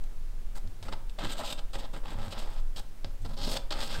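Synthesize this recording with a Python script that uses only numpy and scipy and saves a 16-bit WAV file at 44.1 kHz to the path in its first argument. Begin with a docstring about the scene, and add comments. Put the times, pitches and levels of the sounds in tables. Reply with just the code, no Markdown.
"""Crust scraping a loaf

A torn piece of crust is dragged over the dry top of a loaf, close by in a quiet room.
Its edge catches on countless tiny ridges: each slip knocks the hollow loaf and snaps in the brittle
crust. Between the long drags come brief scratches, single ticks and soft bumps, over a low room rumble."""
import sys
import numpy as np
from scipy import signal
from scipy.fft import rfft, irfft
from scipy.io import wavfile
from scipy.ndimage import uniform_filter1d

SR = 44100
rng = np.random.default_rng(int(sys.argv[2]) if len(sys.argv) > 2 else 0)


def store_pcm(level_fs):
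    """Save levels as 16-bit WAV."""
    pcm = np.round(np.clip(level_fs, -1, 1) * 32767).astype(np.int16)
    wavfile.write(sys.argv[1], SR, np.atleast_2d(pcm).T)


N = 176400
T = np.arange(N) / SR
LOAF, CRUST, FLAKES = range(3)   # the three voices of a scrape: hollow body, crunch, fine treble

# Tone of the finest flakes, with the piece lying flat and up on its tip.
# Each row: frequency in Hz, relative level in dB.
FLAKES_FLAT = [(4000, -46.5), (6200, -4), (7900, 5), (8700, 2.5), (9600, -14.5), (11000, -11), (12700, -3),
               (14000, -13), (15500, -20)]
FLAKES_TIP = [(4000, -26.5), (6300, 3), (8300, -0.5), (10000, -4.5), (11500, -10), (13600, -8),
              (15500, -13)]


def from_db(db):
    """Decibels to gain."""
    return 10 ** (np.asarray(db) / 20)


def rms_one(x):
    """Scale to rms 1."""
    return x / np.sqrt(np.mean(x ** 2) + 1e-20)


def unit_energy(x):
    """Scale a response so that it keeps the power of white noise."""
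    return x / np.sqrt(np.sum(x ** 2))


def levelled(x, samples, floor=0):
    """Ride the gain so that the running rms stays near 1."""
    return x / np.sqrt(uniform_filter1d(x ** 2, size=samples) + floor)


def through(x, response):
    """Pass a sound through an impulse response."""
    return signal.fftconvolve(x, response)[:len(x)]


def butter(x, hz, kind):
    """Second-order low-pass or high-pass."""
    return signal.sosfilt(signal.butter(2, hz, kind, fs=SR, output="sos"), x)


def resonance(x, hz, t60):
    """One ringing mode, with gain 1 at its peak."""
    r = from_db(-60 / (t60 * SR))
    feedback = [1, -2 * r * np.cos(2 * np.pi * hz / SR), r * r]
    return signal.lfilter(np.array([1, 0, -1]) * (1 - r * r) / 2, feedback, x)


def response_of(spectrum, size=16384):
    """Minimum-phase impulse response for a tone curve of (Hz, relative dB) points."""
    hz, db = np.transpose(spectrum)
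    grid_hz = np.maximum(np.arange(size // 2 + 1) * SR / size, 1)
    gain = from_db(np.interp(np.log(grid_hz), np.log(hz), db))
    cepstrum = irfft(np.log(gain))
    cepstrum[1:size // 2] *= 2
    cepstrum[size // 2 + 1:] = 0
    return unit_energy(irfft(np.exp(rfft(cepstrum))))


def noise(spectrum):
    """Steady noise of one colour, rms 1."""
    return rms_one(through(rng.standard_normal(N + SR), response_of(spectrum))[SR:])


def drift(hz):
    """Smooth random wobble, rolling off above hz; rms 1."""
    r = np.exp(-2 * np.pi * hz / SR)
    return rms_one(signal.lfilter([1], [1, -2 * r, r * r], rng.standard_normal(N + SR))[SR:])


def gate(start, end, attack_s=0.0068, release_s=0.005):
    """Quick attack, hold, exponential release."""
    attack = np.clip((T - start) / attack_s + .5, 0, 1)
    return attack * np.exp(-np.clip((T - end) / release_s, 0, 20))


def room_tone(rumble_db=-30, hiss_db=-55.5):
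    """The still air of the room: a deep rumble and a faint hiss."""
    # Tone curves of the two beds. Each row: frequency in Hz, relative level in dB.
    rumble = [(12, -1.5), (22, 0.5), (30, -10), (38, -29), (49, -24.5), (59, -34), (200, -66.5)]
    hiss = [(40, -20), (100, 2), (160, -7.5), (500, -15), (2000, -24.5), (8500, -33), (15500, -48)]
    return from_db(rumble_db) * noise(rumble) + from_db(hiss_db) * noise(hiss)


def reflections(t60):
    """Dense echoes that start after a millisecond and die away."""
    t = T[:SR]
    return rng.standard_normal(SR) * from_db(-60 * t / t60) * (t > .001)


def room(x, wet_db=-10.5, crossover_hz=2000):
    """The room adds a short tail whose treble dies first."""
    lows = butter(reflections(t60=0.5), crossover_hz, "low")
    highs = butter(reflections(t60=0.25), crossover_hz, "high")
    return x + from_db(wet_db) * through(x, unit_energy(lows + highs))


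def bumps(trim_db=-1):
    """Dull thuds as the hand shifts its grip and leans on the soft loaf."""
    # Handling cues. Each row: start in seconds, length in seconds, level in dB before the trim.
    cues = [(0.642, 0.047, -43), (0.813, 0.15, -45.5), (1.233, 0.038, -37.5), (2.152, 0.052, -39),
            (2.273, 0.008, -35), (2.327, 0.11, -58), (3.052, 0.016, -42.5), (3.204, 0.13, -41.5),
            (3.981, .025, -34)]
    # Tone of a thud. Each row: frequency in Hz, relative level in dB.
    thud_tone = [(45, -2.5), (100, 14.5), (160, -7), (225, 2.5), (300, -15), (800, -25.5), (2500, -106)]
    envelope = sum(from_db(db + trim_db) * gate(start, start + length, release_s=0.013)
                   for start, length, db in cues)
    return envelope * levelled(noise(thud_tone), samples=900)


def pressure(voice):
    """How hard the drags and scratches drive one voice."""
    # Long drags, one envelope each. 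Each row: time in seconds, then loaf, crust and flake drive in dB.
    drags = [
        [(1.187, -37, -39, -52), (1.2, -42, -45.5, -57), (1.215, -45, -47, -61), (1.255, -37.5, -44.5, -50.5),
         (1.272, -51, -47, -63), (1.3, -45, -40.5, -49), (1.335, -49, -43, -45), (1.348, -50.5, -57, -69),
         (1.39, -44.5, -42, -46.5), (1.425, -38, -51, -56), (1.455, -48, -39.5, -48),
         (1.533, -47.5, -42.5, -48)],
        [(1.733, -46, -45, -50.5), (1.752, -41, -45, -51.5), (1.778, -49, -62, -69), (1.797, -47, -43.5, -50),
         (1.825, -49, -58, -70), (1.856, -44, -47, -64)],
        [(2.03, -49, -66, -76), (2.07, -47.5, -53, -65), (2.115, -46, -53, -58.5), (2.16, -49.5, -60.5, -78),
         (2.25, -45.5, -52.5, -56.5), (2.3, -52.5, -60, -71), (2.32, -47.5, -42.5, -50), (2.365, -43, -54, -75),
         (2.39, -45.5, -45, -50), (2.47, -48.5, -57, -66), (2.6, -53.5, -57, -65.5)],
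        [(3.368, -46, -47.5, -57), (3.41, -44, -45, -57), (3.445, -40.5, -39, -47.5), (3.48, -41, -39.5, -48),
         (3.515, -40, -37.5, -40), (3.573, -38, -37.5, -47.5)],
        [(3.707, -40.5, -45.5, -48.5), (3.732, -39.5, -33.5, -53), (3.748, -43, -50, -58),
         (3.785, -44, -46, -54.5), (3.808, -42.5, -42, -50), (3.85, -47.5, -42.5, -46.5),
         (3.895, -49.5, -47, -56.5), (3.925, -44, -39.5, -47.5), (3.957, -43, -39, -50.5),
         (3.975, -46.5, -49.5, -53), (4.0, -46, -48.5, -55.5)],
    ]
    # Brief scratches. Each row: start and length in seconds, then loaf, crust and flake drive in dB.
    scratches = [(0.551, 0.032, -53.5, -56, -55.5), (0.827, 0.016, -54, -57, -55.5),
                 (0.852, 0.022, -49.5, -55, -58), (0.882, 0.0095, -45, -51, -62),
                 (0.92, 0.017, -42, -44, -56.5), (1.577, 0.017, -45.5, -45.5, -59),
                 (1.933, 0.053, -46, -54, -62), (2.761, 0.038, -46.5, -46, -51),
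                 (3.215, 0.015, -68, -64, -60), (3.248, 0.018, -41.5, -50.5, -59),
                 (3.29, 0.03, -48, -57.5, -67), (3.333, 0.011, -49, -50.5, -62)]
    drive = np.zeros(N)
    for drag in drags:
        times, *db = np.transpose(drag)
        drive += from_db(np.interp(T, times, db[voice])) * gate(times[0], times[-1])
    for start, length, *db in scratches:
        drive += from_db(db[voice]) * gate(start, start + length)
    return drive


def crust(force, flat_tone, tip_tone):
    """The piece changes colour as it tilts from its flat side onto its stiffer tip."""
    # Tilt of the piece. Each row: time in seconds, tilt from 0 (flat) to 1 (tip).
    tilt_curve = [(.55, 0.7), (1.15, 0.07), (2.3, 0.31), (2.75, 0.5), (3.5, 0.66), (3.75, 0.43)]
    tilt = np.clip(np.interp(T, *np.transpose(tilt_curve)), 0, 1)
    flat = through(force * (1 - tilt), response_of(flat_tone))
    return flat + through(force * tilt, response_of(tip_tone))


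def loaf(force, blunt_hz=1260):
    """The hollow body, with a few room and table resonances; duller under a blunt contact."""
    # How sharply the edge bites. Each row: time in seconds, bite from 0 (blunt) to 1 (sharp).
    bite_curve = [(1.25, 1), (1.42, 0.55), (2.3, 0.53), (3.45, 0), (3.71, 1)]
    # Tone of a knock on the loaf. Each row: frequency in Hz, relative level in dB.
    knock_tone = [(90, 5.5), (400, -4), (570, 0.5), (950, -3.5), (1600, -9), (2000, -9.5), (2700, -14),
                  (5000, -51)]
    # Narrow ringing tones of the room and table, set off by the scrape.
    # Each row: pitch in Hz, relative level in dB, T60 in seconds.
    room_resonances = [(227, 1.5, 0.1), (547.4, -1.5, 0.073), (615, -6.5, 0.15), (810, -5, 0.093),
                       (870, -9, 0.2), (988, 0, 0.11), (1274, -1.5, 0.042), (1324, 0.5, 0.11),
                       (1581, 3.5, 0.08)]
    bite = np.clip(np.interp(T, *np.transpose(bite_curve)), 0, 1)
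    contact = butter(force, blunt_hz, "low") - bite * butter(force, blunt_hz, "high")
    knock = response_of(knock_tone)
    room_ring = sum(from_db(db) * resonance(knock, hz, t60) for hz, db, t60 in room_resonances)
    return through(contact, unit_energy(knock + room_ring))


def splinters(per_s=70, gain_db=-36):
    """Lone crumbs break off and click in the finest flakes, even under a light touch."""
    breaks = rng.random(N) < per_s / SR
    clicks = rms_one(breaks * rng.uniform(-0.84, 1, N))
    return from_db(gain_db) * crust(clicks * np.sqrt(pressure(FLAKES)), FLAKES_FLAT, FLAKES_TIP)


def ticks(voice, snap_db=-3.5, crumble_db=-6, crumble_s=0.0057):
    """Single flakes snap: sharp impulses, and the envelope of the smaller snaps each sets off."""
    # Snap cues. Each row: time in seconds, then relative loaf, crust and flake drive in dB.
    cues = [(0.04, -54, -55, -54), (0.675, -67, -52.5, -57), (.8275, -47, -43, -54),
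            (1.097, -59, -46.5, -56), (1.247, -48, -35.5, -56), (2.187, -42, -56, -54),
            (2.763, -73, -42, -65), (3.046, -31, -36.5, -53), (3.439, -53, -33.5, -62),
            (3.571, -55, -34, -50), (3.7071, -49, -32.5, -56), (3.806, -45, -33, -44)]
    snap, crumble = np.zeros(N), np.zeros(N)
    for start, *db in cues:
        i = int(start * SR)
        snap[i] += from_db(db[voice] + snap_db) * np.sqrt(0.0035 * SR)   # 3.5 ms of energy at once
        decay = np.exp(-np.minimum(T[:N - i] / crumble_s, 20))
        crumble[i:] += from_db(db[voice] + crumble_db) * decay
    return snap, crumble


def catches(stream, overtone_db=-16, stage_t60=0.016):
    """Where the edge digs in, the slips ring one hollow note of the loaf's shell and its octave."""
    # Catch cues. Each row: start in seconds, length in seconds, pitch in Hz, level in dB.
    cues = [(0.885, 0.0076, 1350, -47), (0.927, 0.01, 810, -40), (1.183, 0.026, 620, -44.5),
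            (1.23, 0.024, 265, -41), (1.388, 0.028, 595, -38.5), (1.426, 0.029, 770, -43.5),
            (1.452, 0.067, 550, -49), (3.471, 0.0084, 174, -35), (3.949, 0.0081, 1616, -39.5)]
    out = np.zeros(N)
    for start, length, hz, db in cues:
        for pitch, level_db in ((hz, db), (2 * hz, db + overtone_db)):
            ring = resonance(resonance(stream, pitch, stage_t60), pitch, stage_t60)
            ring = levelled(ring, samples=700, floor=1e-9)
            out += from_db(level_db) * gate(start, start + length) * ring
    return out


def slips(per_s=1100, size_spread_db=1.5, colour_spread_db=2, ring_cycles=10.1):
    """Uneven slips of the edge, each ringing briefly at its own mix of pitches; rms 1."""
    at = np.flatnonzero(rng.random(N) < per_s / SR)
    size = np.zeros(N)
    size[at] = from_db(size_spread_db * np.minimum(rng.exponential(1, N), 6.8))[at]   # cap the outliers
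    size = levelled(size, samples=1000, floor=1e-6)
    out = np.zeros(N)
    for hz in np.geomspace(120, 15000, 26):
        colour, polarity = rng.standard_normal((2, N))
        kicks = np.full(N, 1e-18)
        kicks[at] = size[at] * from_db(colour_spread_db * colour[at]) * np.sign(polarity[at])
        out += resonance(kicks, hz, ring_cycles / hz)
    return rms_one(out)


def scraping(judder_hz=105, judder_db=2):
    """One stream of slips drives the loaf, the brittle crust and its finest flakes."""
    # Smooth rubbing, in dB relative to the slips: for loaf, crust and flakes in turn.
    rubbing_db = [-0.5, 3, 6.5]
    # Tone of the crunch, lying flat and up on the tip. Each row: frequency in Hz, relative level in dB.
    crust_flat = [(1200, -30), (2400, -9.5), (2950, -0.5), (3700, 2), (4400, -5), (5100, -8), (5800, -16.5),
                  (7500, -21.5), (12000, -68.5)]
    crust_tip = [(1200, -23.5), (2400, -17), (3100, -7), (4400, 1.5), (5300, -2.5), (5900, -15),
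                 (7500, -24), (12000, -61)]
    stream = slips()
    judder = rms_one(from_db(judder_db * drift(judder_hz)))   # the edge sticks and lets go
    force = {}
    for voice in (LOAF, CRUST, FLAKES):
        grain = rms_one(stream + from_db(rubbing_db[voice]) * rng.standard_normal(N))
        snap, crumble = ticks(voice)
        force[voice] = grain * (judder * pressure(voice) + crumble) + snap
    body = from_db(-0.5) * loaf(force[LOAF])
    crunch = from_db(-1) * crust(force[CRUST], crust_flat, crust_tip)
    sizzle = from_db(-2) * crust(force[FLAKES], FLAKES_FLAT, FLAKES_TIP)
    return body + crunch + sizzle + catches(stream)


def scene():
    """Crust on loaf, in the room, over a bed of room tone; mono."""
    bed = room_tone()
    bread = scraping() + splinters() + bumps()
    return (room(bread) + bed)[None]


def record(dry):
    """A steep low-pass takes off the very top."""
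    cutoff_hz = 15750
    return signal.sosfilt(signal.ellip(12, .1, 90, cutoff_hz, fs=SR, output="sos"), dry)


dry = scene()
out = record(dry)
store_pcm(out)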